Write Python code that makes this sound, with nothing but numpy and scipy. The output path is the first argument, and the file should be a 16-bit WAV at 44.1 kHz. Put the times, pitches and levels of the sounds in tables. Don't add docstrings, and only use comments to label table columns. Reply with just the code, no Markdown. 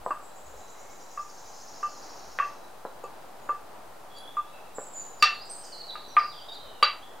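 import sys
import numpy as np
from scipy import signal
from scipy.fft import rfft, irfft, next_fast_len
from scipy.io import wavfile
from scipy.ndimage import uniform_filter1d, map_coordinates

SR = 44100
rng = np.random.default_rng(int(sys.argv[2]) if len(sys.argv) > 2 else 0)


def amplitude_ratio(level_db):
    exponent = np.asarray(level_db, float) / 20
    return 10 ** exponent


def bounce(signal):
    frames = np.transpose(np.atleast_2d(signal))
    limited = np.clip(frames, -1, 1)
    pcm = np.round(limited * 32767).astype(np.int16)
    wavfile.write(sys.argv[1], SR, pcm)


N = 317520

# start in seconds, peak in dB, low edge in Hz,
# high edge in Hz.
KNOCKS = [(0.0634, -16, 305, 1030), (.108, -18.5, 358.7, 1450), (0.541, -41, 250, 704),
          (1.175, -35, 700, 1720), (1.83, -26.5, 585, 1780), (2.389, -13, 840, 2660),
          (2.852, -23, 302, 1010), (3.04, -25.5, 200, 1100), (3.491, -22.5, 250, 1500),
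          (4.372, -32.5, 600, 1900), (4.785, -22, 150, 1250), (5.2265, -4, 1330, 5400),
          (5.224, -51, 100, 457), (5.956, -29, 1200, 2100), (6.079, -41.5, 150, 500),
          (6.168, -10.5, 1100, 2490), (6.828, -5, 760, 3740)]
# pitch in Hz, width in Hz, level in dB.
SPOON = [(500, 150, -6), (983, 71, -82.5), (1421.6, 1100, 11), (2050, 500, -5), (3050, 400, -16.5)]
# start in seconds, level in dB,
# tilt in dB per octave, pitch factor under the grip, seconds until the fingers close.
RINGS = [(0.11, -23, -18.5, 1.005, 0.017), (.11, -26.5, -27, .93, 0.035), (1.176, -25, -22, 0.98, 0.0077),
         (1.194, -30, -27, .99, 0.039), (1.831, -23.5, -22.5, .993, 0.044), (2.4, -14.5, -23, 0.97, 0.013),
         (2.436, -35, -24, 0.95, 0.03), (3.042, -36.5, -13, 0.98, 0.026), (3.493, -20.5, -23, 0.985, 0.027),
         (4.37, -20, -36, 0.99, 0.03), (5.225, -11, -1.8, 1, 0.021), (5.955, -33.5, -14.5, 1.02, 0.013),
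         (6.168, -7.5, -21.5, 1, 0.023), (6.197, -22, -28.5, 1.001, 0.023),
         (6.828, -7.5, -11.5, 1.008, 0.0085)]
# start in seconds, level in dB, favoured Hz,
# pitch factor under the grip, seconds until the fingers close.
SPOT_RINGS = [(1.832, -58, 2700, 1.1, 0.069), (2.409, -35.5, 2700, .99, 0.044),
              (5.228, -22, 4650, .996, 0.052), (6.831, -17.5, 4650, 1.006, 0.029)]
# pitch in Hz, split in Hz, level of the partner
# in dB, seconds to fall 60 dB in the hand.
DISH_MODES = [
    (1199.3, 13, -14.5, 0.2),
    (2700, 23, -7, 0.27),
    (4650, 55, -2, 0.11),
]
# start in seconds, length in seconds, level in dB, favoured Hz.
GRAZES = [(3.038, 0.0053, -64, 6500), (3.41, .11, -70, 6930), (4.14, 0.018, -66, 5200),
          (4.161, 0.027, -54, 5100), (4.368, .01, -74, 6900), (4.96, 0.063, -70, 4620),
          (5.228, 0.018, -58.5, 5012), (6.519, 0.036, -53.5, 4950), (6.827, 0.0031, -32.5, 4230)]
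# pitch in Hz, width in Hz.
HIGH_RIM = [(3972, 17), (4620, 47), (6930, 84)]
# frequency in Hz, seconds to fall 60 dB.
KITCHEN = [(200, 0.081), (1200, 0.29), (4000, 0.32), (10000, 0.1)]

# time in seconds, start in Hz,
# top in Hz, bend (a plain power), level in dB.
TRILL = [(.04, 6720, 8150, 0.24, -51), (.57, 4130, 7830, 0.38, -49), (1.7, 3876, 7550, 0.86, -44.5),
         (2.1, 3780, 7390, 0.89, -45), (2.44, 3810, 7030, 0.85, -50)]
# time in seconds, syllables sung so far.
TRILL_PACE = [(.04, 0), (.22, 1), (.35, 2), (1.0, 8), (1.29, 11), (1.53, 14), (2.44, 27)]
# frequency in Hz, seconds to fall 60 dB.
HEDGE = [(4000, 1), (9000, 0.77)]

# start in seconds, length in seconds,
# start in Hz, end in Hz, level in dB. The next three tables have the same columns.
SWOOPS = [(4.746, .1, 7250, 7430, -50.5), (4.933, 0.081, 6900, 7164, -46)]
# start and length in seconds, start and end in Hz, dB.
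DIVES = [(5.195, 0.048, 4730, 4550, -44), (5.452, .036, 7700, 7150, -44.5), (5.72, .055, 4375, 3960, -41.5),
         (6.18, 0.14, 4680, 4755, -43)]
# start and length in seconds, start and end in Hz, dB.
FLICKS = [(4.1, .16, 3340, 3410, -51.5), (5.553, .021, 7940, 7400, -47), (5.775, .047, 4690, 4375, -43.5),
          (5.83, .08, 4164, 3970, -46.5)]
# start and length in seconds, start and end in Hz, dB.
GLIDES = [(.75, 0.16, 2092, 2216, -66), (4.184, .006, 11700, 9500, -56), (4.275, 0.054, 3420, 3570, -58),
          (4.365, 0.017, 2640, 2630, -59), (4.48, .1, 3860, 3880, -64), (4.53, 0.047, 2750, 2580, -60),
          (4.755, 0.096, 7800, 7950, -51.5), (5.33, .1, 3800, 5020, -53), (5.49, 0.026, 5870, 6200, -57.5),
          (5.497, 0.025, 8040, 8900, -44), (5.525, 0.017, 8900, 7750, -41), (5.62, .18, 3050, 2850, -66.5),
          (5.635, .045, 5400, 4500, -52.5), (5.638, 0.02, 5440, 7470, -51.5),
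          (6.028, 0.18, 4030, 4050, -56), (6.082, .05, 5950, 5700, -56), (6.31, .042, 4050, 3100, -52.5),
          (6.19, 0.034, 5300, 4440, -47), (6.36, 0.05, 3690, 2880, -55), (6.485, 0.026, 3770, 3620, -42),
          (6.52, 0.04177, 3710, 4200, -46), (6.6, 0.21, 3200, 2795, -62), (6.63, 0.053, 3990, 3700, -56),
          (7.02, 0.021, 3150, 3440, -54.5), (7.03, 0.153, 1800, 2000, -69)]
# frequency in Hz, seconds to fall 60 dB.
GARDEN = [(2000, 1), (5000, 1), (9000, 0.7)]

# time in seconds, level in dB.
STREET = [(0, -51), (1.56, -51), (1.94, -49.5), (4.47, -50.5), (4.83, -50), (5, -50), (7.2, -50.5)]
# frequency in Hz, level in dB per Hz.
HUSH = [(59, -30.5), (100, -16), (267, -12.5), (774, -3.5), (1370, -12), (2170, -22.5), (5000, -30.5),
        (6500, -68)]
# frequency in Hz, left-right likeness from 0 to 1.
ALIKE = [(100, 1), (300, 0.53), (1400, 0.59), (4000, 0.45)]
# frequency in Hz, left minus right in dB.
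LEAN = [(60, 4), (110, 0.5), (250, -1.5), (700, 1), (1800, 1.5), (4400, 2.5), (8120, 0)]
# frequency in Hz, level in dB per Hz.
RUMBLE = [(20, -0.5), (50, 13.5), (90, 3), (160, -26)]
# time in seconds, level in dB, half-width in seconds.
THUMPS = [(0, -57, 0.053), (.55, -55.5, .09), (2.3, -67, .07), (3.9, -70, .06), (5.24, -51, 0.022),
          (6.68, -69, .07)]
# start in seconds, end in seconds, level in dB.
INSECT = [
    (.3, 2.9, -73),
    (4.9, 5.4, -74),
]
# frequency in Hz, level in dB per Hz.
HISS = [(500, -3), (2000, 4), (8000, 3), (16000, -0.5)]

ROOM_DB_PER_KHZ = 1.04
FREE_LONGER = 1.53
CLOSE_DB, CLOSE_S = -9, 0.0022
SWOOP, SWOOP_S = 0.2, 0.005
FLICK, FLICK_S = 0.2, 0.003
HOOK_DB = -35
DIVE_DB, SWELL_DB, GLIDE_DB = -20, 12.5, -3


def unit(x):
    return x / np.sqrt(np.mean(x ** 2) + 1e-20)


def along(points, hz):
    f, v = np.transpose(points)
    return np.interp(np.log(hz + 1), np.log(f + 1), v)


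def wobble(rate, size=N):
    knots = rng.standard_normal(int(size * rate / SR) + 4)
    return map_coordinates(knots, [np.arange(size) * rate / SR])


def filtered(x, response):
    m = next_fast_len(x.shape[-1] + 4096)
    return irfft(rfft(x, m) * response(np.fft.rfftfreq(m, 1 / SR)), m)[..., :x.shape[-1]]


def resonance(f, hz, width_hz):
    return 1j * f * width_hz / (hz * hz - f * f + 1j * f * width_hz)


def rush(spectrum, alike):
    def shares(hz):
        angle = np.arccos(np.clip(along(alike, hz), -1, 1)) / 2
        return amplitude_ratio(along(spectrum, hz)) * [np.cos(angle), np.sin(angle)]

    mid, side = filtered(rng.standard_normal((2, N)), shares)
    return unit(np.array([mid + side, mid - side]))


def echoes(x, decays, wide, size):
    hz, t, z = signal.stft(rng.standard_normal((2, size)), SR, nperseg=256)
    fading = amplitude_ratio(-60 * t / along(decays, hz)[:, None])
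    mid, side = signal.istft(z * fading, SR, nperseg=256)[1]
    tail = np.array([mid + wide * side, mid - wide * side]) / np.linalg.norm(mid)
    return signal.fftconvolve(x[None], tail, axes=1)


def add(out, s, x):
    at = round(s * SR)
    out[:, at:at + x.shape[1]] += x[:, :out.shape[1] - at]


def in_kitchen(x, wet_db):
    wet = echoes(np.pad(x, (200, 0)), KITCHEN, wide=0.013, size=SR // 3)
    return amplitude_ratio(wet_db) * wet + np.pad(x, (0, wet.shape[1] - len(x)))


def wood(f):
    body = 0
    for k, (hz, width_hz, db) in enumerate(SPOON):
        body = body + (-1) ** k * amplitude_ratio(db) * resonance(f, hz, width_hz) * 900 / width_hz
    return 1 + 0.5 * body


def knocks():
    out, t = np.zeros((2, N)), np.arange(SR // 8) / SR
    for s, db, low_hz, high_hz in KNOCKS:
        def contact(f):
            low_cut = (1j * f / (low_hz + 1j * f)) ** 2
            return low_cut / (1 - (f / high_hz) ** 2 + 1.2j * f / high_hz) ** 3

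        push = (t == 0) + 0.082 * amplitude_ratio(-60 * t / 0.047) * rng.standard_normal(len(t))
        thud = filtered(push, lambda f: contact(f) * wood(f))
        crack_db = -57.5 + 7.5 * high_hz / 1000
        crack = rng.standard_normal(len(t)) * amplitude_ratio(crack_db - 2 - 60 * t / 0.012)
        crack = filtered(crack, lambda f: resonance(f, 6500, 7000))
        blow = thud / abs(thud).max() + crack
        add(out, s - 0.001, amplitude_ratio(db) * in_kitchen(blow, -7.5 + ROOM_DB_PER_KHZ * high_hz / 1000))
    return out


def dish():
    out, t = np.zeros((2, N)), np.arange(SR // 3) / SR
    blows = [(s, db, DISH_MODES[0][0], tilt_db, *hand) for s, db, tilt_db, *hand in RINGS]
    blows += [(s, db, hz, -45, *hand) for s, db, hz, *hand in SPOT_RINGS]
    for s, top_db, favoured_hz, tilt_db, grip, free in blows:
        age = np.minimum(t, free) / FREE_LONGER + np.maximum(t - free, 0)
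        ring = np.zeros(len(t))
        for hz, split_hz, partner_db, t60 in DISH_MODES:
            db = top_db + tilt_db * abs(np.log2(hz / favoured_hz))
            main = np.sin(2 * np.pi * grip * hz * t)
            partner = amplitude_ratio(partner_db) * np.sin(2 * np.pi * (grip * hz - split_hz) * t)
            ring += amplitude_ratio(db - 60 * age / t60) * (main + partner)
        muted = amplitude_ratio(CLOSE_DB * np.clip((t - free) / CLOSE_S, 0, 1))
        swell = 1 - np.exp(-t / 0.001)
        add(out, s - 0.001, amplitude_ratio(-2) * in_kitchen(ring * muted * swell, wet_db=-8.5))
    return out


def grazes():
    out = np.zeros((2, N))
    for s, length, top_db, favoured_hz in GRAZES:
        t = np.arange(round(SR * length) + SR // 8) / SR
        stroke = (t < length) * rng.standard_normal(len(t))
        ring = np.zeros(len(t))
        for hz, width_hz in HIGH_RIM:
            db = top_db - 36 * abs(np.log2(hz / favoured_hz))
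            ring += amplitude_ratio(db) * unit(filtered(stroke, lambda f: resonance(f, hz, width_hz)))
        add(out, s, in_kitchen(ring, wet_db=-4.5))
    return out


def trill():
    out, u = np.zeros((2, N)), np.linspace(0, 1, SR // 26)
    beat_s, sung = np.transpose(TRILL_PACE)
    s, *shape = np.transpose(TRILL)
    for onset in np.interp(np.arange(sung[-1] + 1), sung, beat_s):
        start_hz, top_hz, bend, db = (np.interp(onset, s, column) for column in shape)
        pitch = start_hz + (top_hz - start_hz) * u ** bend + 200 * wobble(612, len(u))
        voice = amplitude_ratio(db) * np.sqrt(np.sin(np.pi * u)) * np.sin(2 * np.pi * np.cumsum(pitch) / SR)
        add(out, onset - 0.005, 0.29 * voice[None])
        add(out, onset - 0.005, echoes(voice, HEDGE, wide=0.23, size=SR // 2))
    return out


def songs():
    out = np.zeros((2, N))
    kinds = [(SWOOPS, SWOOP, FLICK, 0), (DIVES, SWOOP, 0, DIVE_DB),
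             (FLICKS, 0, FLICK, SWELL_DB), (GLIDES, 0, 0, GLIDE_DB)]
    for notes, swoop, flick, change_db in kinds:
        for s, length, start_hz, end_hz, db in notes:
            t = np.arange(0, length, 1 / SR)
            ends = np.clip(np.minimum(t, length - t) / 0.0018, 0, 1)
            hooks = 1 + swoop * np.exp(-t / SWOOP_S) - flick * np.exp((t - length) / FLICK_S)
            glide = start_hz + (end_hz - start_hz) * t / length
            pitch = glide * hooks + 55 * wobble(202, len(t))
            change = change_db * (t / length - (change_db > 0))
            level_db = db + HOOK_DB * abs(hooks - 1) + change + 3.5 * wobble(44, len(t))
            voice = amplitude_ratio(level_db) * ends * np.sin(2 * np.pi * np.cumsum(pitch) / SR)
            wet = echoes(np.pad(voice, (300, 0)), GARDEN, wide=0.38, size=SR * 3 // 5)
            add(out, s, amplitude_ratio(4) * wet + 1.39 * np.pad(voice, (0, wet.shape[1] - len(voice))))
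            add(out, s + 0.12, amplitude_ratio(-20) * voice[None])
    return out * amplitude_ratio([[-1.1], [1.1]])


def insect():
    t = np.arange(N) / SR
    chirr = filtered(rng.standard_normal(N), lambda f: resonance(f, 3945, 120) ** 2)
    bouts = amplitude_ratio(-80) + sum(amplitude_ratio(db) * (t > start) * (t < end) for start, end, db in INSECT)
    bouts = uniform_filter1d(bouts, size=SR // 4)
    return bouts * amplitude_ratio(-1 + 3.6 * wobble(9)) * unit(chirr)


def street():
    s, db = np.transpose(STREET)
    level_db = np.interp(np.arange(N) / SR, s, db)
    hush = amplitude_ratio(level_db + 1.5 + 0.67 * wobble(9.8)) * rush(HUSH, ALIKE)
    return filtered(hush, lambda hz: amplitude_ratio(along(LEAN, hz) * [[0.5], [-0.5]]))


def rumble():
    t = np.arange(N) / SR
    level = amplitude_ratio(-71) + sum(amplitude_ratio(db) * np.exp(-((t - s) / half) ** 2) for s, db, half in THUMPS)
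    return level * amplitude_ratio(2.2 * wobble(9)) * rush(RUMBLE, [(50, 1.0)])


def scene():
    return knocks() + dish() + grazes() + trill() + songs() + insect() + street() + rumble()


def low_pass(x):
    return signal.sosfilt(signal.butter(12, 16440, fs=SR, output="sos"), x)


def record(dry):
    hot = dry + amplitude_ratio(-58.5) * rush(HISS, [(1000, 0.36)])
    soft = hot / (1 + abs(hot / 0.58) ** 4) ** (1 / 4)
    mix = filtered(soft, lambda hz: hz < 15800) - 0.0043
    return low_pass(mix)


dry = scene()
out = record(dry)
bounce(out)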